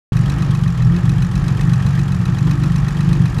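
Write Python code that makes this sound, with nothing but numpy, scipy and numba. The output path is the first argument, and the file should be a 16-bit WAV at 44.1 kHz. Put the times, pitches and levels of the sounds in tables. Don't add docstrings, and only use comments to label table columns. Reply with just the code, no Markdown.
import sys
import numpy as np
from scipy import signal
from scipy.fft import rfft, irfft
from scipy.io import wavfile
from scipy.ndimage import uniform_filter1d, map_coordinates
from numba import njit

SR = 44100
rng = np.random.default_rng(int(sys.argv[2]) if len(sys.argv) > 2 else 0)


def attenuation_scalar(level_db):
    decades = np.asarray(level_db, float) / 20
    return 10 ** decades


def inscribe(sig):
    pcm = np.round(np.clip(np.atleast_2d(sig).T, -1, 1) * 32767)
    wavfile.write(sys.argv[1], SR, pcm.astype(np.int16))


N = 149940

# time_s, level_db
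CAM_TURNS = [(0.1673, -25), (0.2965, -24.5), (0.4214, -25.5), (0.5485, -26), (0.6761, -27.5), (0.8203, -27),
             (0.9619, -26.5), (1.0925, -24.5), (1.2211, -24), (1.3537, -25), (1.48, -23.5), (1.6088, -24),
             (1.7331, -23.5), (1.8637, -25.5), (1.9903, -25.5), (2.1196, -27), (2.2534, -24.5),
             (2.384, -25.5), (2.5096, -24), (2.6353, -24.5), (2.7579, -24.5), (2.8824, -24.5),
             (3.0055, -25.5), (3.1285, -24), (3.255, -25.5), (3.3832, -25)]


def level(x, db):
    return x * attenuation_scalar(db) / np.sqrt(np.mean(x ** 2))


@njit
def svf(x, hz, width):
    y, band, low = np.empty(len(x)), 0., 0.
    g, damping = np.tan(np.pi * hz / SR), width / hz
    for i in range(len(x)):
        v = (band + g * (x[i] - low)) / (1 + g * (g + damping))
        band, low, y[i] = 2 * v - band, low + 2 * g * v, damping * v
    return y


def ring(x, hz, width):
    once = svf(x, 1. 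* hz, 1. * width)
    return svf(once, 1. * hz, 1. * width)


def colour(x, shape):
    hz, db = np.array(shape).T
    f = np.maximum(np.arange(N // 2 + 1) * SR / N, 1)
    gain = attenuation_scalar(np.interp(np.log(f), np.log(hz), db, left=-90, right=-90))
    return irfft(rfft(x) * gain, N)


def coloured_noise(shape, db):
    return level(colour(rng.standard_normal(N), shape), db)


def walk(rate):
    k = int(SR / rate)
    steps = np.repeat(rng.standard_normal(N // k + 1), k)
    return 1.3 * uniform_filter1d(uniform_filter1d(steps, k), k)[:N]


def follow(points):
    return attenuation_scalar(np.interp(np.arange(N) / SR, *np.array(points).T))


def when(share):
    t = np.array(CAM_TURNS)[:, 0]
    before = [3 * t[0] - 2 * t[1], 2 * t[0] - t[1]]
    after = [2 * t[-1] - t[-2], 3 * t[-1] - 2 * t[-2]]
    t = np.r_[before, t, after]
    return map_coordinates(t, [np.arange(1, len(t) - 2) + share], mode="nearest")


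def slowing(t):
    idle_turn_s = .127
    turns = np.array(CAM_TURNS)[:, 0]
    return np.interp(t, (turns[1:] + turns[:-1]) / 2, np.diff(turns) / idle_turn_s - 1)


def spikes(times, db):
    x, k = np.zeros(N), (times * SR).astype(int)
    np.add.at(x, k[k < N], attenuation_scalar(db)[k < N])
    return x


def fade(x, seconds):
    return signal.lfilter([1], [1, -np.exp(-1 / (seconds * SR))], x)


def strike(times, db, hz, width):
    return ring(spikes(times, db), hz, width) * SR * np.e / (2 * np.pi * width)


def buffet():
    # freq_hz, density_db
    rumble = [(25, -35), (38, 3.5), (65, 4.5), (85, -7), (125, 6), (175, -14.5), (215, -38), (260, -26)]
    return coloured_noise(rumble, -23.5)


def roar():
    # freq_hz, density_db
    belts = [(200, 5), (300, -4.5), (450, -6), (651, -11.5), (1100, -9), (1900, -22), (2300, -14.5),
             (7160, -31)]
    # freq_hz, density_db
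    hiss = [(2000, -11), (3500, -15), (7000, -7), (10000, -7), (12500, -27.5), (14500, -22), (15700, -22)]
    # freq_hz, width_hz, level_db
    block = [(425, 47, -59), (800, 180, -46), (1115, 70, -48), (1261, 236, -42.5), (1655, 340, -44),
             (7270, 840, -62), (11400, 900, -69.5)]
    out = coloured_noise(belts, -36) * attenuation_scalar(.4 * walk(5) + 1.5 * walk(90))
    out = out + coloured_noise(hiss, -58.5) * attenuation_scalar(2.5 * walk(120))
    for hz, width, db in block:
        mode = level(ring(rng.standard_normal(N), hz, width), db)
        out = out + mode * attenuation_scalar(.6 * walk(6) + 1.5 * walk(50))
    return out


def intake(pulses):
    # freq_hz, width_hz, level_db
    trumpets = [(237, 10.8, -7.5), (284.1, 12.4, 0.5), (337.5, 22.8, -1.2)]
    # time_s, level_db
    swells = [(0.14, -42.5), (0.31, -31), (0.84, -48), (0.98, -27), (1.01, -34), (1.12, -32.5), (1.2, -40),
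              (1.49, -35.5), (1.54, -41.5), (1.59, -36.5), (1.91, -44.5), (1.99, -31.5), (2.05, -42),
              (2.66, -31.5), (2.74, -46.5), (3.18, -31), (3.2, -38), (3.38, -38.5)]
    air = level(pulses, 0) + attenuation_scalar(-0.5) * rng.standard_normal(N)
    hum = sum(attenuation_scalar(db) * ring(air, hz, width) for hz, width, db in trumpets)
    return level(hum, -0.33) * follow(swells)


def tappets():
    # turn_share, click_db, fade_s, ring_hz, ring_db
    ticks = [
        (0.0, 0.94, .004, 8800, -19.5),
        (0.183, -6.5, 0.0046, 5550, 2.5),
        (0.333, -7.5, 0.0051, 6900, -2.5),
        (0.507, -11, 0.009, 6050, -6),
        (.69, -5, 0.0079, 3230, 7),
        (0.858, -12.5, 0.0093, 5150, 0),
    ]
    # turn_share, level_db
    knocks = [(.012, -35), (.19, -36), (.335, -38), (.535, -33), (.725, -37), (.89, -31)]
    # freq_hz, width_hz, level_db, delay_s
    loose_rings = [(1270, 630, -30, .002), (2547, 92, -35, .003), (3980, 290, -30.5, 0.0022),
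                   (6140, 500, -33.5, 0.0049)]
    # freq_hz, gain_db
    click = [(1000, 7.5), (2500, -5), (5000, -4), (7000, -7.5), (10000, -13), (12500, -17.5), (15500, -29)]
    tick_db, scatter_db, jitter_s = -33, 1.3, .00071
    rise_s, tail_s, tail_db = .0007, .011, -8

    loose_db = np.array(CAM_TURNS)[:, 1]
    loose_db = np.r_[0, loose_db - loose_db.mean()]
    out = 0
    for k, ((share, db, fade_s, hz, ring_db), (knock, knock_db)) in enumerate(zip(ticks, knocks)):
        loose = k == 0
        t = when(share)
        chance = rng.standard_normal((len(t), 7)).T
        if loose:
            hit = spikes(t, tick_db + db + loose_db)
        else:
            hit = spikes(t + jitter_s * chance[0], tick_db + db + scatter_db * chance[1])
        rise = fade(hit, rise_s)
        shape = fade(hit, fade_s) - rise + attenuation_scalar(tail_db) * (fade(hit, tail_s) - rise)
        grit = shape * rng.standard_normal(N)
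        out = out + colour(grit, click) * attenuation_scalar(8.5)
        out = out + attenuation_scalar(ring_db + 6.5) * svf(grit, 1. * hz, hz * 0.062)
        out = out + strike(when(knock), knock_db + 2.5 * chance[2], 1850, 190)
        if loose:
            for (f, width, d, delay_s), r in zip(loose_rings, chance[3:]):
                out = out + strike(t + delay_s, d + loose_db + 0.5 * r, f, width)
    return out


def firings():
    cylinder_db = [-4.5, -1, -18, 0, -10, 0]
    first_share, jitter_s, scatter_db = .09, .0002, 2.3
    pulses = 0
    for k, db in enumerate(cylinder_db):
        t = when(first_share + k / len(cylinder_db))
        chance = rng.standard_normal((len(t), 2)).T
        pulses = pulses + spikes(t + jitter_s * chance[0], db + scatter_db * chance[1])
    return pulses


def silencer_boom(pulses):
    lag_s, db_per_slowing = 0.042, 81
    t = np.arange(N) / SR
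    return level(ring(pulses, 119.7, 23), -34) * attenuation_scalar(db_per_slowing * slowing(t - lag_s))


def exhaust(pulses):
    # freq_hz, width_hz, level_db
    pipe_modes = [(62, 22, -13), (95, 22, -10), (121, 15, -1), (125, 22, -9), (141, 20, -2), (168, 17, 3.5),
                  (140, 100, -7)]
    # time_s, level_db
    effort = [(0.14, -14), (0.65, -12.5), (0.73, -19), (0.77, -20.5), (0.82, -12), (1.52, -13), (1.56, -16),
              (1.6, -17), (1.88, -10.5), (1.93, -10.5), (2.03, -14.5), (3.23, -12), (3.33, -22),
              (3.38, -12.5)]
    top_hz = 171.3
    pipe = sum(attenuation_scalar(db) * ring(pulses, hz, width) for hz, width, db in pipe_modes)
    muffled = colour(pipe, [(20, 0), (top_hz, 0), (1.57 * top_hz, -18), (2000, -40)])
    return level(muffled, -1.5) * follow(effort)


def scene():
    start_s, fade_in_s, roar_db_per_slowing = .1205, .001, -13
    t = np.arange(N) / SR
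    pulses = firings()
    low = exhaust(pulses) + silencer_boom(pulses) + intake(pulses) + buffet()
    high = (tappets() + roar()) * attenuation_scalar(roar_db_per_slowing * slowing(t))
    fade_in = np.clip((t - start_s) / fade_in_s, 0, 1)
    return ((low + high) * fade_in)[None]


def top_cut(x):
    return signal.sosfilt(signal.butter(12, 15710, fs=SR, output="sos"), x)


def record(dry):
    mix = np.tanh(.4 * dry) / .4
    return top_cut(mix)


dry = scene()
out = record(dry)
inscribe(out)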